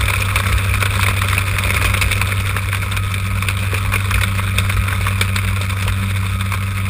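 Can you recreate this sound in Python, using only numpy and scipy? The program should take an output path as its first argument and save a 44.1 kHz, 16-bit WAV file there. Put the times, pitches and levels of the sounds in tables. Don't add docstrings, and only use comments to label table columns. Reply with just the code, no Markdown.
import sys
import numpy as np
from scipy import signal
from scipy.io import wavfile
from scipy.ndimage import uniform_filter1d

SR = 44100
rng = np.random.default_rng(int(sys.argv[2]) if len(sys.argv) > 2 else 0)


def store_wav(level_fs):
    pcm = np.round(np.clip(np.atleast_2d(level_fs), -1, 1) * 32767)
    wavfile.write(sys.argv[1], SR, pcm.T.astype(np.int16))


N = 303849


def from_db(db):
    return 10 ** (np.asarray(db) / 20)


def rms_one(x):
    return x / np.sqrt(np.mean(x ** 2, axis=-1, keepdims=True) + 1e-20)


def curve(rows):
    return np.interp(np.arange(N) / SR, *np.transpose(rows))


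def drift(rate_hz):
    step, warm_up = 40, 2000
    r = np.exp(-2 * np.pi * rate_hz * step / SR)
    noise = rng.standard_normal(N // step + warm_up + 2)
    slow = signal.lfilter([1], [1, -2 * r, r * r], noise)[warm_up:]
    return np.interp(np.arange(N) / step, np.arange(len(slow)), rms_one(slow))


def resonate(x, hz, width_hz):
    r = np.exp(-np.pi * width_hz / SR)
    section = [1 - r, 0, r - 1, 1, -2 * r * np.cos(2 * np.pi * hz / SR), r * r]
    return rms_one(signal.sosfilt([section, section], x + 1e-18))


def evened(x, seconds):
    size = max(int(seconds * SR), 2)
    return x / np.sqrt(uniform_filter1d(uniform_filter1d(x ** 2, size), size) + 1e-9)


def shaken(modes, force, patchy_db):
    return sum(from_db(db + patchy_db * drift(16.8)) * resonate(force * rng.standard_normal(N), hz, width)
               for hz, width, db in modes)


# t/s, f/Hz
BLADE_RATE = [(0, 98.7), (0.2, 97.44), (0.4, 97.75), (0.9, 98.11), (1.2, 96.8), (1.9, 96.5), (2.2, 97.96),
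              (3, 97.16), (3.9, 97.25), (4.6, 97.1), (5.4, 96.56), (6.89, 96.9)]
# t/s, level/dB
HUM_LEVEL = [(0, -20.5), (1.1, -18.5), (1.7, -20), (2.25, -19.5), (2.8, -21), (4, -19.5), (5.3, -19),
             (6.89, -20)]
# t/s, level/dB
OCTAVE_LEVEL = [(0, -49), (0.85, -36), (1.2, -42), (2.9, -42), (3.25, -36), (4.1, -38), (4.45, -35.5),
                (6.89, -31.5)]
# multiple of the blade rate, level/dB
MOTOR_WHINE = [(13, -37.5)]


def propeller(blade_phase):
    hum = from_db(curve(HUM_LEVEL) + 0.5 * drift(7.2)) * np.sin(blade_phase)
    octave = from_db(curve(OCTAVE_LEVEL) + 2.9 * drift(4)) * np.sin(2 * blade_phase)
    whine = sum(from_db(db + 3.0 * drift(7.6)) * np.sin(k * blade_phase) for k, db in MOTOR_WHINE)
    return np.sqrt(2) * (hum + octave + whine)


# t/s, relative level/dB
ROUGHNESS = [(0, 2), (0.45, 2.5), (0.72, 1.54), (1.05, 3), (1.5, 1.5), (1.8, 4.5), (2.3, 1.0), (2.7, -0.6),
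             (3.2, -2.5), (3.65, -0.28), (5.0, -0.4), (5.5, -1.32), (6.2, -3), (6.89, -3.5)]


def ground_gain(level_db, follows):
    return from_db(level_db + follows * curve(ROUGHNESS))


# f/Hz, width/Hz, relative level/dB
LEG_MODES = [(36.2, 27, -3), (55, 21.7, 1), (70.5, 14, 2.5)]
# f/Hz, width/Hz, relative level/dB
CABIN_MODES = [(115.5, 47, 2.5), (177.7, 51.6, 4), (259, 94, -5)]


def wheels():
    legs = evened(shaken(LEG_MODES, force=1, patchy_db=4.0), seconds=0.11)
    cabin = evened(shaken(CABIN_MODES, force=1, patchy_db=1.5), seconds=0.12)
    return ground_gain(-26.5, follows=0.91) * legs + ground_gain(-34.0, follows=0.64) * cabin


HOLLOW_HZ, BODY_HZ, EDGE_HZ = 750, 2000, 2950
# f/Hz, width/Hz, relative level/dB
AIRFRAME_MODES = [(419, 190, -12), (532, 193, -11.5), (1085, 267, -4.5), (1350, 170, -7), (1482, 320, -7),
                  (1743, 1100, -3.5), (2222, 330, -2.5), (2412, 267, -2.5), (2524, 270, -5.5),
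                  (3180, 830, -10.5), (3596, 410, -6), (4090, 1040, -12.5), (4826, 500, -17),
                  (5440, 950, -16)]


def chatter(blade_phase, jolt, touches_per_s=320, rustle_db=-21.0):
    touches = rng.random(N) < touches_per_s / SR
    swing_db = 2.0 * np.clip(drift(30), -2, 2) - 2.5 * np.sin(blade_phase)
    force = (touches + from_db(rustle_db)) * from_db(swing_db)
    high_modes = [mode for mode in AIRFRAME_MODES if mode[0] > HOLLOW_HZ]
    low_modes = [mode for mode in AIRFRAME_MODES if mode[0] < HOLLOW_HZ]
    bright = evened(shaken(high_modes, force, patchy_db=2.0), seconds=0.056)
    hollow = evened(shaken(low_modes, force, patchy_db=3.0), seconds=0.1)
    ringing = ground_gain(-27.5, follows=0.68) * bright + ground_gain(-40.0, follows=1.25) * hollow
    return np.sqrt(1 + 0.39 * jolt) * ringing


def struck(starts, levels_db, outline, colour_db, grit_db=2.5, scatter_db=3.5):
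    shape = (len(starts), len(outline))
    force = outline * from_db(grit_db * rng.standard_normal(shape))
    rings = 0
    for hz, width, db in AIRFRAME_MODES:
        strength = from_db(db + colour_db(hz) + scatter_db * rng.standard_normal(starts.shape))
        rings = rings + strength * resonate(force * rng.standard_normal(shape), hz, width)
    blows = from_db(levels_db) * rms_one(rings) * np.sqrt(0.0074 * SR / len(outline))
    out = np.zeros(N + len(outline))
    for at, blow in zip(np.clip(starts.ravel() * SR, 0, N).astype(int), blows):
        out[at:at + len(blow)] += blow
    return out[:N]


# t/s, relative level/dB, extra body/dB, extra edge/dB
HARD_KNOCKS = [(0.008, -17.5, 4, 13), (0.08, -14.5, 0, -3), (0.1, -16, 3, -1), (0.135, -15, 2, -16),
               (0.164, -20, -15, -11), (0.218, -18.5, -14, -5), (0.356, -12.5, -12, -4),
               (0.365, -17.5, -4, -5), (0.4, -18, 6, 7), (0.456, -19, 12, -13), (0.526, -20.5, -12, 2),
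               (0.737, -15.5, -10, -13), (0.813, -22, -6, -13), (0.824, -12.5, -3, -3),
               (0.855, -16.5, 5, 7), (0.992, -16.5, 14, -5), (1.029, -14.5, 0, -5), (1.062, -15, -15, -15),
               (1.083, -15, 0, 0), (1.217, -17.5, 10, 3), (1.283, -18, -2, 5), (1.329, -14.5, 9, 5),
               (1.378, -12, -9, -11), (1.389, -21, 4, 4), (1.583, -15, -3, -5), (1.635, -18, -1, 7),
               (1.703, -14, -5, -12), (1.765, -14, -2, -5), (1.843, -16, -2, -3), (1.851, -16.5, -6, -1),
               (1.938, -16.5, 4, 4), (2.012, -12, -9, -8), (2.021, -14.5, -5, 5), (2.115, -14.5, -7, -5),
               (2.127, -15, -12, 0), (2.213, -13.5, -1, -5), (2.32, -18.5, 9, 2), (2.492, -21, -2, -11),
               (2.564, -16, 0, -3), (2.728, -17.5, 5, -8), (2.745, -17.5, 1.5, 2), (2.917, -21.5, 6, 18),
               (2.965, -19, -7, 2), (3.14, -19, 0, 8), (3.422, -18.5, -1, -1), (3.484, -13.5, -3, -1.5),
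               (3.741, -16, -4, -12), (3.92, -20, 10, 2), (3.936, -14, 3, -6), (3.956, -14, -4, -5),
               (4.107, -16, 1.5, 0), (4.14, -14.5, -27, -11), (4.179, -19.5, 21, 7), (4.211, -17.5, 9, 4),
               (4.233, -14, 1.5, 1), (4.393, -20, 10, 6), (4.583, -11.5, -14, -2.5), (4.695, -16, -4, -2),
               (4.881, -19, 8, 6), (4.925, -18.5, 20, -1), (5.066, -16, 9, 1), (5.079, -20, -9, -16),
               (5.21, -10.5, -8, 8), (5.36, -14.5, 3, 6.5), (5.385, -19, -3, -15), (5.446, -22, -1, -11),
               (5.482, -25.5, 16, 0), (5.612, -21.5, -11, 10), (5.703, -26, -7, 25), (5.823, -21, -5, -2),
               (5.877, -18, 5, 10.5), (6.158, -27, 22, -3), (6.519, -18.5, 5, -1), (6.536, -19, 4, -1)]


def knocks(blows, crest_s, rise_s, fall_s, settle_s, settle_db, gain_db, hollow_db):
    start, level, body, edge = np.transpose(blows)[:, :, None]
    age = np.arange(SR // 25) / SR - crest_s
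    gap = np.abs(age)
    settling = np.exp(-gap / fall_s) + from_db(settle_db) * np.exp(-gap / settle_s)
    flurry = np.where(age < 0, np.exp(-gap / rise_s), settling / settling.max())

    def colour_db(hz):
        if hz < HOLLOW_HZ:
            return hollow_db + 0.34 * body
        return body * (hz < BODY_HZ) + edge * (hz > EDGE_HZ) * min(1, (3650 / hz) ** 2)

    return struck(start, level + gain_db, flurry, colour_db)


def rattle_blows(blade_phase, count=130, shudder_hz=11.0, slop_s=0.0026):
    t = np.arange(N) / SR
    crowding_db = 1.7 * curve(ROUGHNESS) + 4.5 * np.sin(2 * np.pi * shudder_hz * t)
    due = np.cumsum(from_db(crowding_db))
    slots = (np.arange(count) + rng.random(count)) / count
    beat = np.round(np.interp(slots, due / due[-1], blade_phase / (2 * np.pi)))
    late, softer, body, edge = np.clip(rng.standard_normal((count, 4)), -2, 2).T
    start = np.interp(2 * np.pi * (beat + 0.5), blade_phase, t) + slop_s * late
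    level = -23.0 + 1.15 * np.interp(start, *np.transpose(ROUGHNESS)) - 0.14 * softer
    return np.column_stack([start, level, 6.0 * body, 7.5 * edge - 3.5])


def jolting(hits, settle_s=0.0092):
    keep = np.exp(-1 / (settle_s * SR))
    return signal.lfilter([1 - keep], [1, -keep], evened(hits, seconds=0.12) ** 2)


# t/s at the top, relative level/dB, f/Hz
TUSSOCKS = [(0.029, -10.5, 67.7), (0.351, -16, 53.6), (0.551, -7.5, 60.5), (0.712, -8, 67),
            (1.869, -9, 60.3), (2.061, -12, 61.3), (2.968, -13, 53), (3.34, -16, 55), (3.901, -15, 56.1),
            (4.17, -7.5, 61), (4.581, -11, 64.4), (4.79, -8, 55.6), (5.021, -14, 55.5), (5.51, -11, 55.9),
            (5.901, -9, 56.3), (6.33, -12, 60.15)]


def thuds(swell_s=0.032, fade_s=0.023, gain_db=-8.5):
    out = np.zeros(N)
    for crest, db, hz in TUSSOCKS:
        near = np.arange(max(int((crest - 0.15) * SR), 0), min(int((crest + 0.2) * SR), N))
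        age = near / SR - crest
        swell = np.exp(-0.5 * (age / np.where(age < 0, swell_s, fade_s)) ** 2)
        bounce = np.sin(2 * np.pi * (hz * age + rng.random()))
        out[near] += np.sqrt(2) * from_db(db + gain_db) * swell * bounce
    return out


# t/s, relative level/dB
DULL_BLOWS = [(1.081, -24), (1.68, -26), (1.848, -21), (2.291, -25), (3.732, -18), (4.584, -24),
              (4.697, -29), (5.008, -23), (5.21, -19.5), (5.61, -25), (5.865, -23.5)]


def clunks(peak_s=0.0007, soft_hz=600, gain_db=-4.0):
    start, level = np.transpose(DULL_BLOWS)[:, :, None]
    age = np.arange(SR // 25) / SR
    push = age * np.exp(-age / peak_s)
    return struck(start, level + gain_db, push, lambda hz: -20 * np.log10(1 + (hz / soft_hz) ** 4))


def scene():
    blade_phase = 2 * np.pi * np.cumsum(curve(BLADE_RATE)) / SR
    hard = knocks(HARD_KNOCKS, crest_s=0.0016, rise_s=0.00093, fall_s=0.0012,
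                  settle_s=0.0053, settle_db=-1.5, gain_db=0.58, hollow_db=-6.5)
    light = knocks(rattle_blows(blade_phase), crest_s=0.0026, rise_s=0.0011, fall_s=0.0011,
                   settle_s=0.0085, settle_db=-4.0, gain_db=-0.5, hollow_db=-8.0)
    hits = hard + light
    mix = propeller(blade_phase) + wheels() + thuds() + hits + clunks()
    mix += chatter(blade_phase, jolting(hits))
    return mix[None]


def record(dry, clock_hz=12000, cutoff_hz=15400):
    slow = signal.resample_poly(dry, clock_hz, SR, axis=-1)
    steps = np.repeat(np.clip(slow, -0.93, 0.93), 4, axis=-1)
    held = signal.resample_poly(steps, SR, 4 * clock_hz, axis=-1)[:, :N]
    treble_cut = signal.ellip(10, 0.05, 50, cutoff_hz, fs=SR, output="sos")
    return signal.sosfiltfilt(treble_cut, held)


dry = scene()
out = record(dry)
store_wav(out)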